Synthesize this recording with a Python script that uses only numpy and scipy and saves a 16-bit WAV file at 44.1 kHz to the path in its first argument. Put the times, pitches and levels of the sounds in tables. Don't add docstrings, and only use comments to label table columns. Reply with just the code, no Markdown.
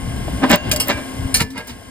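import sys
import numpy as np
from scipy import signal
from scipy.fft import rfft, irfft, next_fast_len
from scipy.io import wavfile
from scipy.ndimage import map_coordinates

SR = 44100
rng = np.random.default_rng(int(sys.argv[2]) if len(sys.argv) > 2 else 0)


def bounce(signal):
    frames = np.transpose(np.atleast_2d(signal))
    limited = np.clip(frames, -1, 1)
    pcm = np.round(limited * 32767).astype(np.int16)
    wavfile.write(sys.argv[1], SR, pcm)


N = 83790
TIME_S = np.arange(N) / SR
SIDES = np.array([[.5], [-.5]])


def amp(db):
    return 10 ** (np.asarray(db) / 20)


def unit_rms(x):
    return x / np.sqrt(np.mean(x ** 2) + 1e-20)


def over_hz(points, hz):
    freqs, values = np.transpose(points)
    return np.interp(np.log(hz + 1), np.log(freqs + 1), values)


def over_time(rows):
    times, *columns = np.transpose(rows)
    return [np.interp(TIME_S, times, column) for column in columns]


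def colour(points):
    return lambda hz: amp(over_hz(points, hz))


def wobble(rate_hz):
    return map_coordinates(rng.standard_normal(4096), [TIME_S * rate_hz], mode="mirror")


def filtered(x, response):
    size = next_fast_len(N + 8192)
    return irfft(rfft(x, size) * response(np.fft.rfftfreq(size, 1 / SR)), size)[..., :N]


def noise(gain, coherence=((1000, 1.0),)):
    def response(hz):
        angle = np.arccos(np.clip(over_hz(coherence, hz), -1, 1)) / 2
        return gain(hz) * np.array([np.cos(angle), np.sin(angle)])
    mid, side = filtered(rng.standard_normal((2, N)), response)
    return unit_rms(np.array([mid + side, mid - side]))


def tone(hz, drift_rad=0):
    return np.sin(2 * np.pi * (hz * TIME_S + rng.random()) + drift_rad)


def strike(start_s, rise_s, t60_s):
    age_s = np.maximum(TIME_S - start_s, 0)
    return (1 - np.exp(-age_s / rise_s)) * amp(-60 * age_s / t60_s)


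def swell(age_s, rise_s, t60_s):
    return np.exp(np.minimum(age_s, 0) / rise_s) * amp(-60 * np.maximum(age_s, 0) / t60_s)


# time_s, level_db
WIND_LEVEL = [(0, -26), (.2, -26), (.39, -23.5), (.47, -45), (.53, -19), (.585, -42), (.66, -21),
              (.78, -26.5), (.85, -37), (.96, -30.5), (1.06, -45), (1.17, -33), (1.22, -27), (1.26, -25.5),
              (1.31, -37.5), (1.41, -19), (1.52, -43.5), (1.6, -41), (1.66, -51), (1.74, -33.5),
              (1.83, -50), (1.89, -35)]
# freq_hz, level_db
WIND_SPECTRUM = [(20, -29), (40, -2.5), (60, 2), (110, 1), (170, -6), (250, -4.5), (400, -30.5),
                 (1000, -36), (4000, -90)]
# freq_hz, coherence
WIND_COHERENCE = [(30, .75), (160, .82)]
# peak_s, level_db, pitch_hz
PUFFS = [(0.955, -25.5, 101), (1.201, -15, 95), (1.259, -14.5, 69.4)]

def wind(puff_width_s=0.006):
    level_db, = over_time(WIND_LEVEL)
    rumble = amp(level_db + 0.62 * wobble(34.07)) * noise(colour(WIND_SPECTRUM), WIND_COHERENCE)
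    puffs = np.zeros(N)
    for peak_s, puff_db, hz in PUFFS:
        age_s = TIME_S - peak_s
        puffs += amp(puff_db) * np.exp(-(age_s / puff_width_s) ** 2) * np.cos(2 * np.pi * hz * age_s)
    return rumble + puffs


# freq_hz, level_db
TICK_SPECTRUM = [(3000, -30), (9000, -4), (11500, -3), (13400, 4), (15500, -25)]

def pump_ticks(stroke_hz=43.1, first_s=.0018, width_s=.0009, level_db=-1, scatter_db=2.5):
    from_stroke_s = (((TIME_S - first_s) * stroke_hz + .5) % 1 - .5) / stroke_hz
    strokes = amp(level_db + scatter_db * wobble(stroke_hz)) * np.exp(-np.abs(from_stroke_s) / width_s)
    return strokes * noise(colour(TICK_SPECTRUM))


def hum_line(hz, level_db):
    peak = np.sqrt(2) * amp(level_db + 0.5 * wobble(14.77))
    return peak * np.sin(2 * np.pi * hz * TIME_S + 0.68 * wobble(21.88))


# time_s, oil_db, motor_db, drone_db
LOAD = [(0, -42.5, -34.5, -38.5), (.4, -40, -31.5, -39), (.55, -41, -20.5, -50), (.59, -51.5, -35.5, -48),
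        (.68, -43, -26.5, -35.5), (.88, -42, -34.5, -38.5), (1.06, -41, -33.5, -36),
        (1.33, -41.5, -33, -29.5), (1.45, -55, -41, -43), (1.53, -52, -46.5, -31), (1.65, -50.5, -42, -48),
        (1.89, -48, -41.5, -48.5)]
# pitch_hz, level_re_motor_db
HUM_LINES = [(684, -17), (1071, -14), (1615, -17.5), (2078, -16)]
# freq_hz, level_db
MOTOR_SPECTRUM = [(60, -7), (250, 3), (450, -1), (700, -1.5), (900, -5.5), (1070, -5), (1280, -13.5),
                  (1620, -5.5), (1830, -13.5), (2080, -8), (2500, -13.5), (3000, -6), (4000, -21.5),
                  (5300, -17.5), (6500, -56), (15000, -60)]
# freq_hz, coherence
MOTOR_COHERENCE = [(200, 0.6), (600, 0.13), (1200, 0.12), (2000, 0.79), (4500, 1), (7000, 1)]
# freq_hz, level_db
HISS_SPECTRUM = [(2000, -25), (5300, -5), (6000, -7), (8200, -8.5), (9000, 2), (9600, -5.5), (10300, -4.5),
                 (11400, -38), (12600, -9), (13400, -16), (14300, -14), (15500, -37)]

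def power_unit(drone_hz=264.9, motor_pan_db=4):
    oil_db, motor_db, drone_db = over_time(LOAD)
    hum = sum(hum_line(hz, level_db) for hz, level_db in HUM_LINES)
    oil = pump_ticks() + noise(colour(HISS_SPECTRUM))
    motor = noise(colour(MOTOR_SPECTRUM), MOTOR_COHERENCE) + hum
    drone = hum_line(drone_hz, drone_db)
    return amp(motor_db + motor_pan_db * SIDES) * motor + drone + amp(oil_db) * oil


def reflections(x, t60_s=0.18):
    age_s = np.arange(SR // 2) / SR
    tail = rng.standard_normal((2, len(age_s))) * amp(-60 * age_s / t60_s)
    wet = signal.fftconvolve(x, tail / np.linalg.norm(tail[0]), axes=1)[:, :N]
    return filtered(wet, colour([(2000, 3), (9000, -10)]))


# pitch_hz, t60_s
LONG_MODES = [(447, 0.24), (606, 0.28), (950, 0.14), (1631, 0.39), (2336, 0.48), (2765, 0.89), (4603, 0.37),
              (6665, 0.79)]
# start_s, then level_db per mode
BLOWS = [(.54, -60, -22, -36, -29, -48, -29, -38, -41), (0.729, -60, -19.5, -60, -54, -50, -33, -54, -70),
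         (.905, -60, -38, -50, -26, -25, -51, -55, -70), (1.407, -25, -47, -24.5, -50, -57, -55, -48, -70),
         (1.576, -52, -37, -39, -30.5, -55, -58, -64, -67)]

def after_ring():
    return sum(amp(level_db) * strike(start_s, 0.0013, t60_s) * tone(hz, 0.53 * wobble(49.6))
               for start_s, *levels_db in BLOWS
               for (hz, t60_s), level_db in zip(LONG_MODES, levels_db))


# freq_hz, coherence
METAL_COHERENCE = [(200, 1), (1000, 0.65), (2000, 0.92), (4500, 0.81), (8000, 1), (15000, 0.96)]
# start_s, level_db, centre_hz
CLICKS = [(0.4956, -17, 9700), (0.4997, -17, 8500), (0.501, -7.5, 2100), (0.5116, -9.5, 13200),
          (0.5163, -6.5, 6940), (.5358, -20, 13200), (0.558, -7.5, 12600), (.695, -22, 12000),
          (0.737, -14, 7300), (0.762, -9, 8060), (.7678, -22, 13000), (0.8603, -29, 14000),
          (0.8734, -22, 13500), (0.8834, -6, 13500), (.895, -19, 13000), (1.6727, -25, 12600)]

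def sharp_clicks(rise_s=0.00012, t60_s=.01, half_width_oct=.38):
    def band(centre_hz):
        return lambda hz: 1 / (1 + (np.log2((hz + 1) / centre_hz) / half_width_oct) ** 2)
    return sum(amp(level_db) * noise(band(centre_hz), METAL_COHERENCE) * strike(start_s, rise_s, t60_s)
               for start_s, level_db, centre_hz in CLICKS)


# freq_hz, level_db
CRACK_SPECTRUM = [(150, -2), (700, -4), (1300, -4.5), (2300, -0.5), (2800, -0.5), (3500, -3.5), (4700, 4.5),
                  (6200, 0), (8200, -2.5), (8800, -3), (9400, 3.5), (10300, -4.5), (13300, -4),
                  (15600, -11.5)]

def cracks(events, modes, ripple_db=5.5, ripple_step_hz=60):
    def gain(hz):
        ripple = map_coordinates(rng.standard_normal(2048), [hz / ripple_step_hz], mode="mirror")
        return amp(over_hz(CRACK_SPECTRUM, hz) + ripple_db * ripple)
    out = np.zeros((2, N))
    for start_s, level_db, rise_s, t60_s, ring_db in events:
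        burst = noise(gain, METAL_COHERENCE) * strike(start_s, rise_s, t60_s)
        ring = sum(amp(mode_db + rng.normal(0, 0.68)) * strike(start_s, rise_s, mode_t60_s) * tone(hz)
                   for hz, mode_db, mode_t60_s in modes)
        out += amp(level_db) * (burst + amp(ring_db) * ring)
    return out


# freq_hz, level_db
CRUNCH_SPECTRUM = [(60, -28), (180, -3.5), (300, 0.5), (430, -3), (600, -3), (1200, -7.5), (2000, -5.5),
                   (3300, -8), (5200, -15), (6500, -18), (9000, -31.5), (15000, -45)]

def crunches(events, resonances, grit_db=1, grit_hz=597, thud_lag_s=0.0035, sag_hz_per_s=230):
    def body(hz):
        peaks = sum(amp(peak_db) / np.sqrt(1 + (2 * (hz - centre_hz) / width_hz) ** 4)
                    for centre_hz, width_hz, peak_db in resonances)
        return amp(over_hz(CRUNCH_SPECTRUM, hz)) + 2 * peaks
    out = np.zeros((2, N))
    for peak_s, level_db, rise_s, t60_s, tilt, thud_hz, thud_db in events:
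        age_s = TIME_S - peak_s
        grind = noise(lambda hz: body(hz) * amp(tilt * np.log2(1 + hz / 600)), METAL_COHERENCE)
        grit = unit_rms(amp(grit_db * wobble(grit_hz)))
        thud = np.sin(2 * np.pi * (thud_hz * age_s - sag_hz_per_s * age_s ** 2 / 2 + rng.random()))
        out += amp(level_db) * swell(age_s, rise_s, t60_s) * grind * grit
        out += amp(thud_db) * swell(age_s - thud_lag_s, rise_s, t60_s) * thud
    return out


# peak_s, level_db, rise_s, t60_s, tilt_db_per_oct, thud_hz, thud_db
LANDINGS = [(1.408, -12, 0.0064, 0.077, 4, 137, -17.5), (1.58, -26, 0.018, 0.12, -0.5, 202, -32.5),
            (1.605, -30, 0.011, 0.12, -2.5, 265, -34.5), (1.70, -33, .02, 0.16, 5.5, 244.5, -30)]
# centre_hz, width_hz, relative_db
BED_RESONANCES = [(463.5, 12, 4.5), (936, 68, -1.5), (1330, 77, -6.5), (1796, 36, -12), (2116, 80, -4.5),
                  (2410, 110, -13), (2858, 61, -2.5), (4710, 160, -16.5)]
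# start_s, level_db, rise_s, t60_s, ring_re_clink_db
CLINKS = [(1.3415, -11, 0.0016, 0.19, -2), (1.364, -19, 0.0018, 0.087, -1.5),
          (1.402, -20, 0.0033, 0.076, -6), (1.418, -18, 0.0011, 0.048, -15),
          (1.502, -34, 0.0028, 0.098, -18), (1.576, -34, 0.0012, .12, -4), (1.675, -33, .001, 0.2, -22)]
# pitch_hz, relative_db, t60_s
FRAGMENT_MODES = [(1742, -11.5, 0.41), (2360, -11, 0.22), (2780, -7, 0.22), (4170, -2.5, 0.11),
                  (4510, -2.5, 0.15), (5100, -6.5, 0.17), (5533, -13, 0.093), (7074, -29, 0.15),
                  (9162, 6, 0.045), (9500, 6, 0.058), (9440, 1, 0.051), (10040, -1, 0.1),
                  (12500, -9, 0.096)]

def falling_fragment():
    return crunches(LANDINGS, BED_RESONANCES) + cracks(CLINKS, FRAGMENT_MODES)


# peak_s, level_db, rise_s, t60_s, tilt_db_per_oct, thud_hz, thud_db
CRUNCHES = [(.279, -19.5, 0.00084, 0.054, -10, 634, -20.5), (.440, -7.5, 0.0084, 0.097, -4.5, 264, -4.5),
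            (.508, -8, 0.0059, 0.089, 0.5, 237, -7), (.530, -7, 0.013, 0.1, 0.5, 181.4, -13),
            (.540, -11, .005, 0.082, 3, 598, -13), (.902, -11.5, 0.013, 0.13, 1.5, 573, -24),
            (0.912, -20, .004, 0.061, -4, 293, -33), (.98, -28, 0.025, 0.25, -0.5, 276, -57)]
# centre_hz, width_hz, relative_db
FRAME_RESONANCES = [(270, 80, -1.5), (583, 60, -2.5), (797, 71, -7), (1026, 100, -7.5), (1232, 80, -12.5),
                    (1557, 45, -7), (1834, 190, -13.5), (2060, 160, -23), (2800, 53, -7.5),
                    (5070, 120, -26), (7520, 200, -33.5), (13400, 250, -33)]
# start_s, level_db, rise_s, t60_s, ring_re_crack_db
CRACKS = [(0.499, -21.5, 0.00081, 0.12, -25), (0.7137, -9, 0.00083, 0.089, -13),
          (0.761, -15.5, 0.00067, 0.059, -21), (.7985, -11.5, 0.0036, 0.13, -3.5)]
# pitch_hz, relative_db, t60_s
PART_MODES = [(2860, 0, 0.14), (3200, -9, 0.21), (4550, -6, 0.15), (5030, -16, 0.12), (5533, -3, 0.13),
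              (6510, -4, 0.055), (7650, -19, 0.082), (8120, 0, 0.091), (9230, 4.5, 0.071), (11100, 1, .1),
              (11800, -4, 0.094)]

def breaking_part():
    return crunches(CRUNCHES, FRAME_RESONANCES) + cracks(CRACKS, PART_MODES)


def scene():
    press = breaking_part() + sharp_clicks() + falling_fragment() + after_ring()
    return press + amp(-21) * reflections(press) + power_unit() + wind()


# freq_hz, left_lead_rad
STEREO_PHASE = [(20, 0), (250, .5), (700, -.1), (1500, 0), (2000, .9), (2800, 2.5), (4100, 1.1),
                (4600, 2.1), (4950, .9), (5800, 3.1), (7800, 6.2), (8400, 6.5), (10850, 9.4), (13000, 12.4),
                (14000, 12.8), (15800, 15.3)]
# freq_hz, left_minus_right_db
STEREO_BALANCE = [(60, 3), (160, 4), (300, 1.5), (600, .5), (1000, -.5), (2800, -2), (4600, -1.5),
                  (7000, 0)]

def record(dry, cutoff_hz=16000):
    def widening(hz):
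        balance = amp(SIDES * over_hz(STEREO_BALANCE, hz))
        return balance * np.exp(1j * SIDES * over_hz(STEREO_PHASE, hz))
    wide = filtered(dry, widening)
    rounded = wide / (1 + np.abs(wide) ** 6) ** (1 / 6)
    return filtered(rounded, lambda hz: hz < cutoff_hz)


dry = scene()
out = record(dry)
bounce(out)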